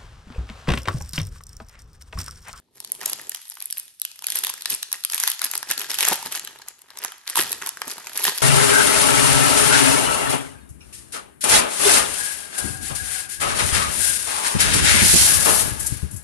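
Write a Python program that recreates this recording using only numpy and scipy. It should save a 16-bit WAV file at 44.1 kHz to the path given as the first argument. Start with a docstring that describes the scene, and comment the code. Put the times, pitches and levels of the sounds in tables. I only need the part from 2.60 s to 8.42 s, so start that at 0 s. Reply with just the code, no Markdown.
"""A faint rubbing of plastic, then the first snaps: fingers work a small sachet open, close to the
microphone, at a table in a lightly ringing room. The film buckles in separate snaps, each ringing a
facet at its own natural frequency. Fine crackle from yielding creases and friction noise swell with
each squeeze, the palm drags with a dull rumble, and now and then the whole bag flexes with a soft thump.
The air between hands and table resonates, and the room reverberates."""
import sys
import numpy as np
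from scipy import signal
from scipy.fft import rfft, irfft
from scipy.io import wavfile

SR = 44100
rng = np.random.default_rng(int(sys.argv[2]) if len(sys.argv) > 2 else 0)


def bounce(signal):
    """Save signal as a 16-bit WAV file at the path given by the first command-line argument."""
    frames = np.transpose(np.atleast_2d(signal))
    limited = np.clip(frames, -1, 1)
    pcm = np.round(limited * 32767).astype(np.int16)
    wavfile.write(sys.argv[1], SR, pcm)


N = 256617


def from_db(db):
    """Amplitude ratio of a level in decibels."""
    return 10 ** (np.asarray(db) / 20)


def rms_one(x):
    """Normalisation to unit rms."""
    return x / np.sqrt(np.mean(x ** 2) + 1e-20)


def band(x, low_hz, high_hz, order=2):
    """Causal Butterworth band-pass."""
    sos = signal.butter(order, [low_hz, min(high_hz, .48 * SR)], "band", fs=SR, output="sos")
    return signal.sosfilt(sos, x + 1e-18)


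def resonate(x, hz, width_hz):
    """Damped resonator: two poles, unit gain at the peak."""
    r = np.exp(-np.pi * width_hz / SR)
    feedback = [1, -2 * r * np.cos(2 * np.pi * hz / SR), r * r]
    return signal.lfilter(np.array([1, 0, -1]) * (1 - r * r) / 2, feedback, x + 1e-18)


def at_hz(rows, hz, column=1):
    """Interpolation of a table column over log frequency."""
    rows = np.array(rows)
    return np.interp(np.log(np.maximum(hz, 1)), np.log(rows[:, 0]), rows[:, column])


def in_time(rows):
    """Linear interpolation of each table column at every sample."""
    times, *columns = np.transpose(rows)
    return [np.interp(np.arange(N) / SR, times, column) for column in columns]


def add(track, s, sound):
    """Superposition of a short sound at s seconds."""
    start = max(round(s * SR), 0)
    track[..., start:start + sound.shape[-1]] += sound[..., :N - start]


def pair(mid, side, side_db):
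    """Mid-side stereo: left and right from an in-phase and an antiphase part."""
    side_gain = from_db(side_db)
    return np.stack([mid + side_gain * side, mid - side_gain * side]) / np.sqrt(1 + side_gain ** 2)


def hiss(side_db):
    """White noise, partly coherent between the channels."""
    return pair(*rng.standard_normal((2, N)), side_db=side_db)


# spectrum of the still air in the room: f/Hz, relative spectral level/dB
AIR_SPECTRUM = [(20, -27), (47, 2), (100, -2), (300, -7), (1000, -25.5), (4000, -11), (16000, -42)]

def air(level_db=-75.5):
    """Ambient noise: a faint, steady floor, strongest in the bass."""
    spectrum = rfft(hiss(side_db=-5.5)) * from_db(at_hz(AIR_SPECTRUM, np.fft.rfftfreq(N, 1 / SR)))
    return from_db(level_db) * rms_one(irfft(spectrum, N))


# the film's four registers, body to sparkle: lower f/Hz, upper f/Hz
FILM_BANDS = [(270, 1060), (900, 2780), (2600, 8440), (8500, 11440)]

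def register(x, index, top_db=-42, skirt_db=-12, port_hz=11400, port_width_hz=1150):
    """Band limiting; the top register resonates in the microphone ports, and cracks reach above it."""
    inside = band(x, *FILM_BANDS[index])
    if index < 3:
        return inside
    above = from_db(top_db) * band(x, 14000, 15800)
    return resonate(inside, port_hz, port_width_hz) + from_db(skirt_db) * inside + above


def ports(x, index):
    """Path difference: sound reaches the left port first; in the top register they ring out of phase."""
    left, right = x
    if index == 3:
        return np.stack([-np.roll(left, 13), right])
    lean = from_db([-.6, -.2, .8][index])
    return np.stack([left * lean, np.roll(right, 2) / lean])


def rubbing(index, side_db):
    """Sliding friction: fingers on the film make smooth noise in one register."""
    return rms_one(register(hiss(side_db), index))


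def fold_power(db, depth_db, crumple_db=-7, sparkle_db=4, dulling=0.47):
    """Spectral tilt of crumpling, sliding and sparkle power: a deep fold is duller than a wrinkle."""
    levels_db = np.vstack([db + crumple_db + depth_db, db, db + sparkle_db - dulling * depth_db])
    return from_db(levels_db) ** 2


# fingers sliding between squeezes: t/s, level/dB, fold depth/dB
FINGER_SLIDE = [(0.0, -83.5, 17), (0.1, -85, -3), (0.17, -57.5, 0), (0.72, -52, 1.5), (0.88, -54, -7),
                (1.2, -56, -4.5), (1.36, -69, -11), (1.66, -55, 0), (1.9, -49, -4.5), (2.27, -60, -4),
                (2.65, -53.5, -15), (3.03, -56, 10), (3.55, -46.5, -1), (3.98, -57, 7.5),
                (4.17, -70.5, 7.5), (4.42, -51.5, 12.5), (4.6, -64, 9.5), (4.85, -47, 3), (5.19, -56, 5.5),
                (5.35, -49, 5), (5.82, -41, 0.5)]
# fingers squeezing the bag: t/s, hold/s, level/dB, fold depth/dB
FINGER_SQUEEZES = [(0.412, 0.03, -45.5, 8.5), (0.457, .05, -37.5, 1), (1.182, .02, -50, 0.5),
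                   (1.674, .06, -41, -4.5), (1.758, .035, -33.5, -2.5), (1.841, .06, -39.5, -4),
                   (2.098, .04, -33, -1), (2.339, .015, -44, 4), (2.519, .04, -41, 2.5),
                   (2.602, .10, -32.5, 0), (2.827, .045, -37.5, 6.5), (2.927, .04, -42, -3),
                   (3.098, 0.022, -32.5, 5), (3.191, .06, -40, 4), (3.295, 0.085, -38, 1.5),
                   (3.388, 0.057, -31.5, 2.5), (3.471, .06, -28.5, 3.5), (3.649, .02, -39, 1.5),
                   (3.727, .045, -35, 1), (4.076, .02, -50.5, 5.5), (4.432, .04, -44.5, 10),
                   (4.692, .025, -41, 8), (4.767, .05, -27.5, -1), (4.872, .05, -40.5, -3),
                   (5.016, .06, -42, 10.5), (5.277, .04, -40, 1.5), (5.562, .05, -35, 5),
                   (5.637, .06, -28, 1.5), (5.753, 0.037, -39, -4.5)]

def finger_effort(attack_s=.009, release_s=.018):
    """Incoherent addition: squeezes and sliding sum in power to crumpling, sliding and sparkle levels."""
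    t = np.arange(N) / SR
    power = fold_power(*in_time(FINGER_SLIDE))
    for s, hold_s, db, depth_db in FINGER_SQUEEZES:
        away = np.maximum((s - t) / attack_s, (t - s - hold_s) / release_s)  # in time constants
        near = away < 10
        power[:, near] += fold_power(db, depth_db) * np.exp(-2 * np.maximum(away[near], 0))
    return 10 * np.log10(power)


def crease_impulses(slide_db, usual_per_s=270, size_db=3, quickening=.15):
    """Poisson process: creases give way at random, more often the harder the fingers slide."""
    rate = usual_per_s * from_db(quickening * (slide_db + 49.5))
    sizes = from_db(size_db * np.minimum(rng.exponential(1, N), 3.5)) / np.sqrt(rate)
    signs = rng.choice([-1, 1], N)
    return sizes * signs * (rng.random(N) < rate / SR)


def crackle(creases, index, side_db, spread_db=5.5, smear_s=0.00068, ring_db=8, count=9):
    """Impulse excitation: each crease gives a puff of noise and a brief ring at one of several pitches."""
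    weighted = creases * from_db(spread_db * np.clip(rng.standard_normal(N), -2, 2))
    clicks = pair(weighted, weighted * rng.standard_normal(N), side_db)
    pitches = np.geomspace(*FILM_BANDS[index], count)
    dealt = rng.integers(0, count, N)
    rings = sum(resonate(clicks * (dealt == k), hz, hz / 5) for k, hz in enumerate(pitches))
    decay = 2 / (smear_s * SR)
    envelope = np.sqrt(signal.lfilter([decay], [1, -np.exp(-decay)], weighted ** 2 + 1e-18))
    return rms_one(register(envelope * hiss(side_db) + from_db(ring_db) * rings, index))


# how hard the palm drags on the bag: t/s, level/dB
PALM_DRAG = [(0.0, -71), (0.5, -56), (0.72, -64.5), (0.82, -100), (1.18, -71), (1.36, -88), (1.78, -62),
             (2.14, -73), (2.3, -71), (2.76, -86), (2.86, -67.5), (3.5, -58.5), (3.95, -62.5), (4.19, -77),
             (4.42, -63.5), (4.66, -88), (4.83, -46), (5.1, -65.5), (5.82, -60)]

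def palm_rumble(gain_db=-3):
    """Friction of skin on the bag: a dull, low-frequency noise."""
    palm_db, = in_time(PALM_DRAG)
    noise = band(hiss(side_db=-9), 77, 300, order=1)
    return from_db(palm_db + gain_db) * rms_one(band(noise, 38, 560))


SLIP_REACH_S = .009  # furthest a slip can lie from its buckle

def avalanches(times, crumple_db, count=4, slip_db=-10, scatter_db=3, before_db=-4):
    """Avalanche: small slips surround each buckle, stronger and further apart under harder crumpling."""
    effort_db = np.interp(times, np.arange(N) / SR, crumple_db)[:, None]
    timing, scatter = rng.standard_normal((len(times), 2, count)).swapaxes(0, 1)
    spread_s = .0008 + .0021 * from_db(0.46 * (effort_db + 42.5))
    offsets = np.clip(timing * spread_s, -SLIP_REACH_S, SLIP_REACH_S)
    sizes_db = slip_db + 0.13 * (effort_db + 43.5) + scatter_db * scatter + before_db * (offsets < 0)
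    sizes = from_db(np.minimum(sizes_db, 0))
    offsets[:, 0], sizes[:, 0] = 0, 1  # the buckle itself
    return offsets, sizes


# a snap's share of each register, body to sparkle: level/dB re its strength, weight of its brightness
SNAP_SPECTRUM = [(1.5, -0.83), (-1.6, -0.65), (1.5, -0.034), (1.5, 0.74)]

def snap_levels(rows, index, db_per_octave=10.5):
    """Radiation efficiency: a facet radiates poorly below its pitch; brightness tilts its spectrum."""
    _, strength_db, pitch_hz, brightness_db = rows.T
    offset_db, weight = SNAP_SPECTRUM[index]
    centre_hz = np.sqrt(np.prod(FILM_BANDS[index]))
    octaves_below = np.maximum(np.log2(pitch_hz / centre_hz), 0)
    return strength_db + offset_db + weight * brightness_db - db_per_octave * octaves_below


def facets(rows, slips, index, crack_s, flutter_db, flutter_s, ring_db, side_db, q=4.7):
    """Damped vibration: a facet flips, rings a few cycles at its own pitch and flutters to rest."""
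    levels_db = snap_levels(rows, index)
    t = np.arange(-SLIP_REACH_S, 2 * SLIP_REACH_S, 1 / SR)
    noise = rng.standard_normal((len(rows), 2, len(t)))
    # outside the register of its pitch, a snap stirs neighbouring facets of any size
    low_hz, high_hz = FILM_BANDS[index]
    neighbour_hz = np.exp(rng.uniform(np.log(low_hz), np.log(high_hz), len(rows)))
    own_hz = rows[:, 2]
    pitches = np.where((own_hz > .92 * low_hz) & (own_hz < high_hz), own_hz, neighbour_hz)
    offsets, sizes = slips
    age = t - offsets[..., None]
    flutter = from_db(flutter_db) * np.exp(-abs(age) / flutter_s)
    shape = (age >= 0) * (np.exp(-abs(age) / crack_s) + flutter)
    force = noise * np.linalg.norm(sizes[..., None] * shape, axis=1)[:, None]
    bursts = register(pair(force[:, 0], force[:, 1], side_db), index, top_db=-26.5)
    core = (t > -.0006) & (t < .0034)  # the 4 ms that carry the snap's level
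    out = np.zeros((2, N))
    for k, hz in enumerate(pitches):
        snap = bursts[:, k] + from_db(ring_db) * resonate(bursts[:, k], hz, hz / q)
        core_rms = np.sqrt(np.mean(snap[:, core] ** 2))
        add(out, rows[k, 0] - SLIP_REACH_S, snap * from_db(levels_db[k]) / core_rms)
    return out


# facets buckling: t/s, level/dB, f/Hz, brightness/dB
BUCKLES = [(0.2024, -37, 4570, 6), (0.2468, -35, 4390, 3), (0.319, -23.5, 8000, 6), (0.3505, -43, 3040, 6),
           (0.4135, -34.5, 1880, -3), (0.4313, -42.5, 1073, -3), (0.4594, -17, 6700, -3),
           (0.4971, -23.5, 8100, -1.5), (0.532, -22.5, 5620, -2), (0.5971, -48.5, 1750, -19),
           (0.695, -24.5, 7800, 2), (0.7184, -28.5, 6840, -15.5), (0.7472, -30, 3270, 2),
           (0.8992, -37, 8000, 9.5), (0.9194, -38, 5240, -8), (0.9532, -47, 4880, 7),
           (0.9706, -47, 1610, -9), (1.0038, -38, 4800, 5), (1.015, -41, 2550, -7),
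           (1.0239, -36.5, 2393, 12), (1.0572, -32.5, 7700, 10), (1.1022, -37.5, 3140, 7),
           (1.1084, -36.5, 5400, 12), (1.1258, -28, 5060, 5), (1.1716, -37, 2420, -1.5),
           (1.182, -43, 2330, 25), (1.1977, -29, 8000, 2), (1.2803, -46.5, 3430, 0),
           (1.3987, -42.5, 4970, 8.5), (1.417, -29.5, 4000, 12), (1.4508, -28, 2777, 5),
           (1.515, -40, 4600, -8), (1.591, -38, 4830, -7), (1.6224, -40.5, 970, 5.5),
           (1.6424, -31.5, 2500, -1), (1.6678, -27, 2370, 10.5), (1.685, -30.5, 3810, -6),
           (1.7023, -29, 4550, 9), (1.7209, -27.5, 3400, 1), (1.757, -33, 5500, 19),
           (1.7706, -25.5, 5060, -2), (1.7884, -33.5, 2500, 16), (1.8375, -23, 2850, 1),
           (1.8477, -24.5, 2360, 4.5), (1.8688, -24.5, 3430, -2), (1.8984, -30, 1040, 8.5),
           (1.9391, -23.5, 8200, -15.5), (2.0096, -39, 4390, -11), (2.0213, -34, 4020, 3),
           (2.0574, -20.5, 4060, -7), (2.104, -26.5, 5350, 9), (2.1296, -40, 3720, 19),
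           (2.1482, -34, 8000, 16), (2.2294, -25, 3840, -2), (2.3171, -27, 6050, -6),
           (2.3278, -25.5, 3360, 10.5), (2.3422, -35.5, 2170, -6), (2.438, -30.5, 3870, 0),
           (2.449, -15.5, 8600, -2.5), (2.4993, -27.5, 4800, -4.5), (2.5218, -24, 8000, -1),
           (2.5342, -18, 8000, -20), (2.5452, -17, 8200, -3), (2.5792, -26, 3520, -1),
           (2.6007, -19.5, 6710, -1), (2.6366, -20.5, 1780, 2.5), (2.6761, -17, 3150, 0.5),
           (2.7005, -21, 7900, 2.5), (2.7161, -26.5, 3280, 4), (2.7933, -27, 5950, -12),
           (2.8171, -24.5, 1630, 3.5), (2.8422, -22, 5060, -1.5), (2.914, -23.5, 6710, -1.5),
           (2.9363, -29, 2390, -9.5), (2.9534, -28, 1400, 6), (2.9775, -27, 6300, 8), (3.029, -30, 1460, 1),
           (3.104, -42.5, 1520, -17), (3.1124, -22.5, 1590, 5.5), (3.1783, -25.5, 4710, -1),
           (3.1956, -23, 6950, -5), (3.2153, -28.5, 3080, -1), (3.3053, -23.5, 4830, -10),
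           (3.3152, -25, 3630, -5), (3.3431, -26.5, 3130, 2), (3.3865, -20, 2870, -4),
           (3.407, -18.5, 3100, -3), (3.4286, -19.5, 2600, -8), (3.4508, -11.5, 7200, -14.5),
           (3.478, -28, 715, 0), (3.4859, -12.5, 7840, 2.5), (3.5209, -29.5, 830, -14),
           (3.531, -24, 3220, 1), (3.6271, -35.5, 970, 2), (3.66, -32, 880, 4.5), (3.7228, -21, 7450, -10),
           (3.7636, -33, 2720, -8), (3.7833, -37, 7720, -11), (3.7957, -25.5, 6800, -7.5),
           (3.8486, -35.5, 3850, 3), (3.8741, -32.5, 3000, -10), (3.9975, -55.5, 960, -12),
           (4.0191, -40.5, 4090, -16), (4.0847, -28.5, 6500, -4), (4.2183, -40, 8300, -6),
           (4.3041, -42, 4600, -14), (4.334, -58, 900, -6), (4.3728, -28.5, 7500, -14.5),
           (4.3869, -33, 5430, -0.5), (4.4376, -34.5, 4840, 6), (4.4479, -26, 750, 4),
           (4.5205, -39.5, 1320, 0.5), (4.677, -26.5, 3920, -9), (4.699, -28.5, 5660, 4),
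           (4.7565, -23, 1090, 4), (4.7725, -27, 950, -6), (4.7906, -23, 1400, -5.5),
           (4.8044, -27.5, 2870, 8), (4.918, -29, 3920, 8), (4.9287, -16.5, 8000, -11),
           (5.0237, -39, 1900, -11), (5.0619, -30.5, 3040, 4), (5.072, -30.5, 990, 5),
           (5.0913, -25, 5800, 2), (5.1718, -38, 1600, -8), (5.2177, -27.5, 1310, -3),
           (5.2796, -33.5, 1040, 3), (5.314, -27.5, 5130, -8), (5.3809, -38.5, 1120, -1),
           (5.47, -32, 2367, -7.5), (5.575, -17.5, 8000, -4), (5.6411, -24.5, 3330, 11),
           (5.6513, -23, 1740, -3.5), (5.6666, -26.5, 1470, 2), (5.6797, -19, 3310, -13),
           (5.7834, -25.5, 4530, -6)]

def snaps(palm_db, crumple_db, slide_db, palm_coupling=0.4, usual_palm_db=-56.5):
    """Snap-through buckling, one track a register; a firmer palm couples more into the bag's body."""
    rows = np.vstack([BUCKLES, lesser_buckles(slide_db)])
    slips = avalanches(rows[:, 0], crumple_db)
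    body = facets(rows, slips, 0, crack_s=.0022, flutter_db=-20, flutter_s=.0047,
                  ring_db=4.5, side_db=-19.5)
    middle = facets(rows, slips, 1, crack_s=.00015, flutter_db=-2.5, flutter_s=.0021,
                    ring_db=10, side_db=-9.5)
    treble = facets(rows, slips, 2, crack_s=.00089, flutter_db=0, flutter_s=.0015,
                    ring_db=5.5, side_db=-1.5)
    sparkle = facets(rows, slips, 3, crack_s=.0001, flutter_db=-8.5, flutter_s=.001,
                     ring_db=-27, side_db=-40)
    return body * from_db(palm_coupling * (palm_db - usual_palm_db)), middle, treble, sparkle


def lesser_buckles(slide_db, count=50, low_hz=1700, high_hz=6700, level_db=-41, usual_slide_db=-47):
    """Random buckling of small facets, denser and louder under harder sliding; rows as in BUCKLES."""
    chance = np.cumsum(from_db(.3 * slide_db))
    when, height = rng.random((count, 2)).T
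    scatter_db, brightness_db = 2 * np.clip(rng.standard_normal((count, 2)), -2, 2).T
    onsets = np.searchsorted(chance, when * chance[-1])
    strength_db = level_db + 0.69 * (slide_db[onsets] - usual_slide_db) + scatter_db
    pitch_hz = low_hz * (high_hz / low_hz) ** height
    return np.column_stack([onsets / SR, strength_db, pitch_hz, brightness_db])


# balance in each register, body to sparkle: snap level/dB, crackle level/dB, rubbing level/dB
FILM_BALANCE = [(0.5, 1.5, -17), (1, -2, -8.5), (-0.5, 0, -3.5), (1, -2, -7)]

def film():
    """Superposition of snaps, crackle and rubbing in each register, driven by the effort of the hands."""
    palm_db, = in_time(PALM_DRAG)
    crumple_db, slide_db, sparkle_db = finger_effort()
    creases = crease_impulses(slide_db)
    snapping = snaps(palm_db, crumple_db, slide_db)
    drive_db = [(palm_db + crumple_db) / 2, crumple_db, slide_db, sparkle_db]
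    out = np.zeros((2, N))
    for k, side_db in enumerate([-3.5, -8.5, -4.5, -65]):
        snap_gain, crackle_gain, rub_gain = from_db(FILM_BALANCE[k])
        fine = crackle_gain * crackle(creases, k, side_db) + rub_gain * rubbing(k, side_db)
        out += ports(snap_gain * snapping[k] + from_db(drive_db[k]) * fine, k)
    return out


# flexes of the whole bag: t/s, relative peak level/dB
BAG_FLEXES = [(2.104, -39), (2.126, -41), (2.834, -40), (3.095, -37), (3.171, -38.5), (3.51, -27.5),
              (3.652, -30.5), (4.787, -28), (5.016, -40), (5.267, -32), (5.37, -44), (5.669, -28.5)]

def thumps(gain_db=-9, rise_s=0.0081):
    """Volume displacement: a flex of the whole bag pushes a puff of air."""
    t, puffs = np.arange(SR // 6) / SR, np.zeros(N)
    for s, db in BAG_FLEXES:
        add(puffs, s, from_db(db + gain_db) * t / rise_s * np.exp(1 - t / rise_s))
    noise = band(hiss(side_db=-11), 170, 330, order=1)
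    return puffs * rms_one(band(noise, 45, 910))


# modes of the air between hands and table: f/Hz, bandwidth/Hz, level/dB
CAVITY_MODES = [(402, 35, -4), (901, 110, -1), (1750, 385, -7.5)]

def hollow(x):
    """Cavity resonance: the air around the bag reinforces the sound near its modes."""
    return x + sum(from_db(db) * resonate(x, hz, width_hz) for hz, width_hz, db in CAVITY_MODES)


# the room's reverberation: f/Hz, level/dB re the direct sound, reverberation time T60/s
ROOM_DECAY = [(100, -8, 0.17), (413, -15.5, 0.13), (1190, -7.5, 0.86), (3500, -8, 0.66), (6640, -8, 0.69),
              (11000, -20.5, 1)]

def room(x, gap_s=0.0025, early_db=3, early_s=0.14, coherent_hz=2600, wall_hz=12800):
    """Reverberation: exponential decay by octaves, coherent in the bass; walls absorb the very top."""
    t = np.arange(int(.7 * SR)) / SR
    onset = (t > gap_s) * (1 + from_db(early_db) * np.exp(-t / early_s))
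    response, edges_hz = 0, 33 * 2 ** np.arange(10)
    for low, high in zip(edges_hz, edges_hz[1:]):
        hz = np.sqrt(low * high)
        decay = onset * from_db(-60 * t / at_hz(ROOM_DECAY, hz, column=2))
        gain = from_db(at_hz(ROOM_DECAY, hz)) / np.linalg.norm(decay)
        noise = pair(*rng.standard_normal((2, len(t))), side_db=-16 / (1 + (hz / coherent_hz) ** 2))
        response = response + gain * decay * band(noise, low, high)
    response = signal.sosfilt(signal.butter(6, wall_hz, fs=SR, output="sos"), response)
    return signal.fftconvolve(x, response, axes=1)[:, :N]


def scene():
    """Superposition of the bag's direct sound, its reverberant field and the ambient noise."""
    bag = hollow(film() + ports(thumps() + palm_rumble(), 0))
    return bag + room(bag) + air()


def record(dry, cutoff_hz=16200):
    """Clipping at full scale, then a steep low-pass."""
    low_pass = signal.ellip(10, .1, 80, cutoff_hz, fs=SR, output="sos")
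    return signal.sosfilt(low_pass, np.clip(dry, -1, 1))


dry = scene()
out = record(dry)
bounce(out)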